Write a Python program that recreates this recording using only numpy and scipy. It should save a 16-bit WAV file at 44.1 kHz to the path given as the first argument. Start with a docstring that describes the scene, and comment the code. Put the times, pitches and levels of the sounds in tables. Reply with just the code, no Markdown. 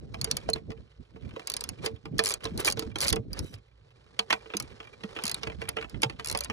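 """Gusts buffet a small two-port microphone as low lumps, over a filtered-noise traffic wash and a wavering hum.
Close by, in an open engine bay, a ratchet wrench works bolts loose: its socket scrapes (friction grains ringing
steel), chatters (chance taps) and knocks on the engine (struck modes), booming a hollow cover. The pawl clicks
over the gear teeth as bright steel rings with a noise crack, and single-pitch bursts add thuds and pings."""
import sys
import numpy as np
from scipy import signal
from scipy.fft import rfft, irfft
from scipy.io import wavfile

SR = 44100
rng = np.random.default_rng(int(sys.argv[2]) if len(sys.argv) > 2 else 0)


def invert_db(level):
    """Linear amplitude ratio for a level in decibels (20 dB per decade), elementwise."""
    return 10 ** (np.asarray(level, dtype=float) / 20)


def to_wav(s):
    """Save 16-bit WAV."""
    ch = np.atleast_2d(s).T  # columns
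    pcm = np.round(np.clip(ch, -1, 1) * 32767)  # PCM
    wavfile.write(sys.argv[1], SR, pcm.astype(np.int16))


N = 287928  # scene length in samples

# Wind on the microphone, before the trim of each port: t/s, level/dB
GUST_LEVEL = [(0.0, -47.5), (0.45, -41), (0.77, -50.5), (0.95, -84), (1.0, -52), (1.06, -72), (1.15, -49),
              (1.27, -44), (1.43, -73), (1.55, -52.5), (1.86, -47.5), (2.02, -57), (2.12, -37),
              (2.3, -62.5), (2.52, -45.5), (2.98, -44), (3.18, -34.5), (3.58, -56), (3.64, -76),
              (4.55, -70), (4.63, -45.5), (4.75, -63.5), (5.6, -52), (6.53, -52.5)]
# Tone filter of the wind: f/Hz, relative gain/dB
GUST_COLOUR = [(25, -19.5), (65, 0.5), (250, -3.5), (450, -10), (1200, -35.5)]
# Tone of the distant traffic: f/Hz, relative level/dB per Hz
TRAFFIC_COLOUR = [(30, -16.5), (57, 12), (73, -9), (95, 7.5), (145, 3.5), (200, -32.5), (500, -18.5),
                  (1500, -27.5), (4400, -27.5), (11000, -76.5)]
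TRAFFIC_DB = -63
# Swell of the low hum, before it wavers: t/s, level/dB
HUM_LEVEL = [(0, -64.5), (5.7, -70.5), (6.53, -50)]
HUM_HZ = 61  # before it wavers

# Light metal contact between strokes: t/s, level/dB
RESTING_CONTACT = [(0, -67.5), (3.6, -70.5), (4.17, -74), (4.2, -58.5), (6.53, -58.5)]
# Strokes of the socket rubbing on the bolt: t/s of the hardest rub, level/dB, rise/s
RUB_STROKES = [(.3, -47.5, 0.26), (.56, -47.5, 0.057), (1.53, -53, 0.55), (1.856, -33.5, 0.035),
               (2.446, -44, 0.11), (2.278, -33.5, 0.09), (2.675, -32, 0.05), (3.035, -31, 0.06),
               (2.604, -32.5, 0.051), (2.808, -46.5, 0.11), (3.384, -44.5, 0.086), (3.54, -51, 0.033),
               (4.561, -54.5, 1), (5.26, -49.5, 0.7), (5.617, -47.5, 0.048), (6.339, -50.5, 0.24)]
STROKE_RANGE_DB, FALL_PER_RISE = 23, 1.23  # climb within the rise time; fall time over rise time
# Tone of the scrape: f/Hz, relative level/dB per Hz
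SCRAPE_COLOUR = [(250, -17), (400, -0.5), (500, -1), (1500, -12), (3200, -16.5), (4600, -15), (7000, -27),
                 (10800, -32), (12000, -63)]
# The socket slides off the bolt and sings on: start t/s, length/s, level/dB
SOCKET_SLIDE = (3.39, 0.175, -62)
# Thin rings of the loose socket: f/Hz, level/dB
SOCKET_RINGS = [(3040, -10), (3910, -11), (5810, -12), (10700, -16)]
SOCKET_T60_S = 0.04
RATTLES_PER_S, RATTLE_DB = 45, 2.5  # chance taps; their gain over the rub

# Socket on bolt and engine: t/s, level/dB, wrench ring re knock/dB, cover boom re knock/dB
SOCKET_KNOCKS = [(0.143, -29, -4.5, -20), (0.2728, -38.5, -12, 0.5), (0.489, -27, -3, -4.5),
                 (0.559, -31, -8, -7.5), (0.704, -36.5, -8, -8), (0.7179, -37.5, -6, -4),
                 (1.1604, -43, -19, -4), (1.3621, -31, -14, -8.5), (1.3949, -34.5, -5, -11),
                 (1.862, -25.5, 4.5, -7), (2.055, -33.5, -7.5, -4.5), (2.1914, -17, 4.5, -9.5),
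                 (2.453, -26.5, 2, -5.5), (2.772, -31.5, 0, -1), (2.7931, -27.5, 3.5, -10),
                 (2.8227, -31.5, -4, -0.5), (2.9574, -26.5, 1, -9), (3.129, -18.5, -3.5, -10),
                 (3.1636, -28, -10, -7.5), (3.347, -43, -21, -17.5), (3.54, -45.5, 9, -22),
                 (4.1914, -17, -0.5, -20), (4.3045, -13.5, -8, -24.5), (4.327, -13, -4.5, -22),
                 (4.4589, -37, -33, -12.5), (4.502, -34.5, -17, -15), (4.537, -24, -14, -12),
                 (4.549, -44.5, -2, 14.5), (4.802, -30, -16, -16), (5.036, -30.5, -5, -7.5),
                 (5.1636, -28.5, -16, -11), (5.188, -26.5, -12.5, -20), (5.4323, -26.5, 3, -12),
                 (5.4709, -26.5, -5, -9.5), (5.499, -34, -12, -14), (5.518, -41, -18, -22),
                 (5.617, -25, -10, -14.5), (5.685, -27, -32, -22), (5.768, -21.5, -13, -13.5),
                 (5.785, -27.5, -25, -10), (5.8116, -29, -11, -16), (5.8254, -28, -14, -29),
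                 (5.843, -31.5, -19, -14.5), (5.944, -36, -19, -9.5), (6.032, -13.5, -0.5, -13),
                 (6.0974, -29.5, -4, -11), (6.1959, -24.5, -10.5, -20.5), (6.349, -20, -3, -17.5),
                 (6.457, -36.5, -8, -25), (6.499, -20.5, -6.5, -19.5)]
# Modes of the wrench steel, before extra damping: f/Hz, level/dB, t60/s
WRENCH_MODES = [(3326, -6, 0.028), (4487, 5, 0.022), (4656, -7, 0.067), (5753, -0.5, 0.032),
                (6530, -6, 0.036), (7314, -4, 0.024), (9420, 1, 0.026), (10505, 6.5, 0.015)]
# Modes of the engine body: f/Hz, level/dB, t60/s
ENGINE_MODES = [(688, -11, 0.13), (965.6, -11.5, 0.086), (1255, -6.5, 0.047), (1744, -8, 0.051),
                (2133, 2, 0.01), (2453, -2, 0.054), (3000, -1.5, 0.045)]
# Modes of the hollow cover: f/Hz, level/dB, t60/s
COVER_MODES = [(448, 3, 0.17), (320.2, 7, 0.042), (204.6, -10, 0.13)]
MOVE_S = 3.8  # the wrench moves to a second bolt
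# Pairs give the first bolt, then the second
BOLT_TILT_DB = (-5, -1.5)  # dB per octave: knocks on the first bolt are duller
BOOM_TILT_DB = (1.5, -6)  # dB per octave: the second bolt booms deeper
LEAK_DB = (-15.5, -12.5)  # engine ring re click

# Pawl dropping over single teeth on slow backswings: t/s, level/dB
PAWL_CLICKS = [(0.2139, -20), (0.2442, -15), (0.3124, -14), (0.3688, -16), (0.5006, -23), (0.534, -24.5),
               (1.4724, -19.5), (1.4998, -19), (1.5184, -25), (1.5387, -18.5), (1.5666, -18),
               (1.6083, -22.5), (1.6394, -20), (1.69, -21.5), (1.8608, -20.5), (2.1829, -25),
               (2.3226, -24.5), (2.3393, -16.5), (2.4415, -27.5), (2.5763, -25), (2.701, -16.5),
               (2.7115, -21.5), (2.7235, -18.5), (2.7935, -23), (2.9856, -24.5), (3.068, -22),
               (3.103, -17.5), (3.1275, -14.5), (3.1595, -25.5), (3.3315, -28.5), (3.3913, -22.5),
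               (3.4444, -44), (4.5687, -18), (4.5999, -17.5), (4.6241, -33), (5.2377, -17.5), (5.344, -20),
               (5.69, -18), (5.8963, -38.5), (6.0197, -23), (6.374, -18), (6.3887, -24), (6.407, -20.5),
               (6.437, -29.5), (6.446, -24)]
# Runs of teeth, quick or slow, their speed changing evenly: start t/s, length/s, teeth/s at start, teeth/s at
# end, mean level/dB
TOOTH_RUNS = [(2.238, 0.079, 96, 110, -21), (2.647, 0.04, 96, 260, -18.5), (3.006, 0.045, 143, 149, -19),
              (3.075, 0.024, 140, 126, -17), (5.254, 0.064, 85, 45, -19), (6.246, 0.093, 75, 75, -22.5)]
TOOTH_JITTER_S, TOOTH_UNEVEN_DB = 0.00066, 2  # rms scatter

# Bursts with one pitch, from low thuds to pings of the steel: t/s, level/dB, f/Hz
PITCHED_BURSTS = [(0.49, -23.5, 682), (0.533, -18, 4300), (0.559, -29, 700), (1.368, -36, 531),
                  (2.112, -32, 155), (2.191, -21, 1800), (2.518, -31.5, 193), (2.856, -33.5, 67),
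                  (3.194, -29.5, 120.3), (3.3316, -25.5, 4380), (3.538, -39, 99.5), (4.194, -15, 3000),
                  (5.042, -32, 199), (5.242, -33, 214), (5.344, -21.5, 3910), (6.032, -21.5, 1294),
                  (6.053, -29, 123), (6.35, -25.5, 1860), (6.497, -33, 216)]
THUD_CYCLES, PING_T60_S = 7, 0.025  # cycles to die by 60 dB, but no faster than this many s

# Phase by which the left port leads: f/Hz, phase/rad
PORT_LEAD = [(430, 0), (690, -3.6), (1460, -5.6), (2800, -3.3), (4050, -5.3), (4740, -3.8), (5250, 0),
             (7490, .6), (11800, 2.8), (16500, 3.1)]
# Level of the left port over the right: f/Hz, level/dB
PORT_BALANCE = [(150, -3), (420, -10), (1150, 1), (1600, -3), (5500, -3), (9500, 2), (13000, 0)]
# Likeness of the two ports: f/Hz, likeness (0 to 1)
PORT_LIKENESS = [(400, 1), (1300, 0.8), (6000, 0.8), (12000, 0.93)]
# Colour of the microphone: f/Hz, gain/dB
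MICROPHONE_COLOUR = [(10500, 1.5), (12500, 5.5), (16500, -14.5)]


def evened(x):
    """Scales a signal to rms 1."""
    return x / np.sqrt(np.mean(x ** 2) + 1e-20)


def read(points, hz):
    """Reads a spectrum table on a log-frequency axis."""
    f, value = np.transpose(points)
    return np.interp(np.log(hz + 1), np.log(f + 1), value)


def level(curve):
    """Draws a dB curve as a gain for every sample."""
    s, db = np.transpose(curve)
    return invert_db(np.interp(np.arange(N) / SR, s, db))


def filtered(x, points):
    """Filters each row by a spectrum table."""
    return irfft(rfft(x) * invert_db(read(points, np.fft.rfftfreq(N, 1 / SR))), N)


def coloured(x, points):
    """Filters each row, then scales the whole to rms 1."""
    return evened(filtered(x, points))


def wobble(cutoff_hz, depth_db):
    """Random gain: noise low-passed at cutoff_hz, swinging by depth_db rms."""
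    slow = signal.lfilter(*signal.butter(2, cutoff_hz, fs=SR), rng.standard_normal(N))
    return invert_db(depth_db * evened(slow))


def ring(modes, t, spread, uneven_db, rise_s, tilt_db=0, count=5, damping=1):
    """One blow in two directions: clusters of close decaying modes, balanced anew each time; first row peaks at 1."""
    hz, db, t60 = np.repeat(modes, count, axis=0).T[:, :, None]
    detune, strength, *phase = rng.standard_normal((4, len(hz), 1))
    db = db + uneven_db * strength + tilt_db * np.log2(hz / hz[0])
    decay = invert_db(db - 60 * damping * t / t60)
    tones = decay * np.sin(2 * np.pi * hz * (1 + spread * detune) * t + 2 * np.array(phase))
    sound = tones.sum(1) * (1 - np.exp(-t / rise_s))
    return sound / abs(sound[0]).max()


def puff(t, db, t60):
    """A dying burst of noise in two directions."""
    return rng.standard_normal((2, len(t))) * invert_db(db - 60 * t / t60)


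def add(mix, s, sound):
    """Mixes a sound in at time s."""
    part = mix[:, round(s * SR):][:, :sound.shape[1]]
    part += sound[:, :part.shape[1]]


def gusts():
    """Eddies hit the ports as low lumps of a few cycles, only loosely related left and right."""
    lumps = np.zeros((2, N))
    for hz in np.geomspace(40, 700, 16):
        t = np.arange(int(3.5 * SR / hz)) / SR
        hits = rng.standard_normal((2, N)) * (rng.random((2, N)) < 0.27 * hz / SR)
        lump = np.hanning(len(t)) * np.sin(2 * np.pi * hz * t)
        lumps += signal.oaconvolve(hits, [lump], axes=1)[:, :N]
    # each buffet shakes all pitches at once
    a, b = coloured(lumps * wobble(9.2, 5.17), GUST_COLOUR)
    left = invert_db(2.0) * a
    right = invert_db(6.0) * (0.23 * a + b)
    return level(GUST_LEVEL) * np.array([left, right])


def traffic():
    """A smooth far wash of filtered noise, and a low sine hum that wavers in pitch and level."""
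    turns = np.cumsum(HUM_HZ * wobble(7.4, 0.74)) / SR
    hum = level(HUM_LEVEL) * wobble(4, 0.59) * np.sin(2 * np.pi * turns)
    wash = coloured(rng.standard_normal((2, N)) * wobble(5.1, 1.2), TRAFFIC_COLOUR)
    return invert_db(TRAFFIC_DB) * wash + hum


def rubbing():
    """How hard metal rubs on metal, as a gain: strokes that swell and fade over a light contact."""
    t, gain = np.arange(N) / SR, level(RESTING_CONTACT)
    for s, stroke_db, rise_s in RUB_STROKES:
        away = np.where(t < s, s - t, (t - s) / FALL_PER_RISE) / rise_s
        gain = np.maximum(gain, invert_db(stroke_db - STROKE_RANGE_DB * away))
    return gain


def socket_singing(grains):
    """Friction grains excite the thin rings of the loose socket, each flickering in level."""
    t = np.arange(4000) / SR
    hz, db = np.transpose(SOCKET_RINGS)[:, :, None]
    bell = invert_db(db - 60 * t / SOCKET_T60_S) * np.sin(2 * np.pi * hz * t)
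    singing = np.zeros(N)
    for tone in bell:
        sung = evened(signal.oaconvolve(grains, tone)[:N])
        singing += wobble(20, 4) * sung * abs(tone).max()
    return singing


def scrape():
    """Dense uneven grains of friction; under harder rubs the pawl skates over the teeth and the wrench sings."""
    grains = rng.standard_normal((2, N)) * wobble(200, 2.5) * wobble(25, 3)
    steel = ring(WRENCH_MODES, np.arange(2400) / SR, 0.12, 4.4, 0.000072, count=12)
    skating = evened(signal.oaconvolve(grains[:1], steel, axes=1)[:, :N])
    rub = rubbing()
    share = np.clip(rub / invert_db(-27), 0, 1)  # harder rubbing is brighter
    friction = (1 - share) * coloured(grains, SCRAPE_COLOUR) + share * skating

    t, (start, length, slide_db) = np.arange(N) / SR, SOCKET_SLIDE
    # 2.6 ms fade in, four times longer fade out
    fade = np.clip(np.minimum(t - start, (start + length - t) / 4) / 0.0026, 0, 1)
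    slide = invert_db(slide_db) * fade * (socket_singing(grains[0]) + skating)
    return slide + rub * friction


def rattle():
    """The loose socket chatters: small chance taps on the engine, scaled by the rubbing."""
    out, t = np.zeros((2, N)), np.arange(2400) / SR
    rub = rubbing()
    for _ in range(10):  # ten different taps share the rate
        chance = rng.random(N) < RATTLES_PER_S / 10 / SR
        taps = invert_db(4.0 * np.minimum(rng.exponential(1, N), 4)) * chance
        body = ring(ENGINE_MODES, t, 0.15, 4, 0.0012, count=10)
        steel = ring(WRENCH_MODES, t, 0.1, 4, 0.0004, tilt_db=-6, count=8)
        tap = body + invert_db(-8) * steel
        out += signal.oaconvolve((taps * rub)[None], tap, axes=1)[:, :N]
    return invert_db(RATTLE_DB) * out


def knocks():
    """Blunt blows ring the engine, dull steel and booming cover, among small contacts just before and after."""
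    out, t = np.zeros((2, N)), np.arange(6000) / SR
    short = t[:2400]
    for s, knock_db, steel_db, boom_db in SOCKET_KNOCKS:
        bolt = int(s > MOVE_S)
        steel = ring(WRENCH_MODES, short, 0.12, 4, 0.0005, tilt_db=-10.5, count=10, damping=1.3)
        body = ring(ENGINE_MODES, short, 0.1227, 1.9, 0.00056, tilt_db=BOLT_TILT_DB[bolt], count=8)
        blow = body + invert_db(steel_db) * steel
        add(out, s, invert_db(knock_db) * blow)
        # small contacts from 6 ms before to 12 ms after, directions swapped
        for delay, drop in rng.random((3, 2)):
            add(out, s + 0.018 * delay - 0.006, invert_db(knock_db - 13.5 - 10 * drop) * blow[::-1])
        shake = signal.lfilter([1], [1, -0.7], puff(t, -35.5, 0.13))  # low-passed noise
        boom = ring(COVER_MODES, t, 0.0037, 2.8, 0.0045, tilt_db=BOOM_TILT_DB[bolt], count=2)
        add(out, s, invert_db(knock_db) * (shake + invert_db(boom_db) * boom))
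    return out


def teeth():
    """Every tooth the pawl passes: clicks placed one by one, then runs whose speed changes evenly."""
    rows = list(PAWL_CLICKS)
    for start, length, first_per_s, last_per_s, click_db in TOOTH_RUNS:
        jitter, uneven = rng.standard_normal((24, 2)).T
        t = np.arange(0, length, 1 / SR)
        speed = first_per_s + (last_per_s - first_per_s) * t / length
        passed = np.cumsum(speed) / SR
        tooth = np.arange(int(passed[-1]) + 1)
        at = start + np.interp(tooth, passed, t) + TOOTH_JITTER_S * jitter[tooth]
        rows += zip(at, click_db + TOOTH_UNEVEN_DB * uneven[tooth])
    return rows


def pawl():
    """A sharp crack and the short ring of the wrench; a little passes down the socket into the engine."""
    out, t = np.zeros((2, N)), np.arange(2400) / SR
    for s, click_db in teeth():
        tilt_db = 3 * rng.standard_normal()  # some teeth sound brighter
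        steel = ring(WRENCH_MODES, t, 0.07, 4, 0.00007, tilt_db=tilt_db, count=5, damping=1.3)
        crack = np.diff(puff(t, -8, 0.007), prepend=0)  # differencing brightens the noise
        body = ring(ENGINE_MODES, t, 0.1074, 4.2, 0.0011, count=8)
        leak = invert_db(LEAK_DB[int(s > MOVE_S)]) * body
        add(out, s, invert_db(click_db) * (steel + crack + leak))
    return out


def thuds():
    """One cluster of close modes per burst: a few soft cycles when low, a short ping when high."""
    out = np.zeros((2, N))
    for s, thud_db, hz in PITCHED_BURSTS:
        t60 = max(THUD_CYCLES / hz, PING_T60_S)
        blow = ring([(hz, 0, t60)], np.arange(0, t60, 1 / SR), 0.05, 3, 1 / hz, count=3)
        add(out, s, invert_db(thud_db) * blow)
    return out


def ports(x):
    """The housing turns phase and level differently at each port; the right one also hears a second direction."""
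    hz, (first, second) = np.fft.rfftfreq(N, 1 / SR), rfft(x)
    alike = np.clip(read(PORT_LIKENESS, hz), 0, 1)
    # half the difference goes to each port
    half = invert_db(read(PORT_BALANCE, hz) / 2) * np.exp(0.5j * read(PORT_LEAD, hz))
    left = first * half
    right = (alike * first + np.sqrt(1 - alike ** 2) * second) / half
    return irfft(np.array([left, right]), N)


def scene():
    """Airborne sound through the ports, wind straight on them."""
    airborne = traffic() + scrape() + rattle() + knocks() + pawl() + thuds()
    return gusts() + ports(airborne)


def band_limit(x):
    """A steep low-pass at the top of the band."""
    return signal.sosfilt(signal.butter(12, 16840, fs=SR, output="sos"), x)


def record(dry):
    """The microphone colours the treble of the finished mix."""
    heard = filtered(dry, MICROPHONE_COLOUR)
    return band_limit(heard)


dry = scene()
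out = record(dry)
to_wav(out)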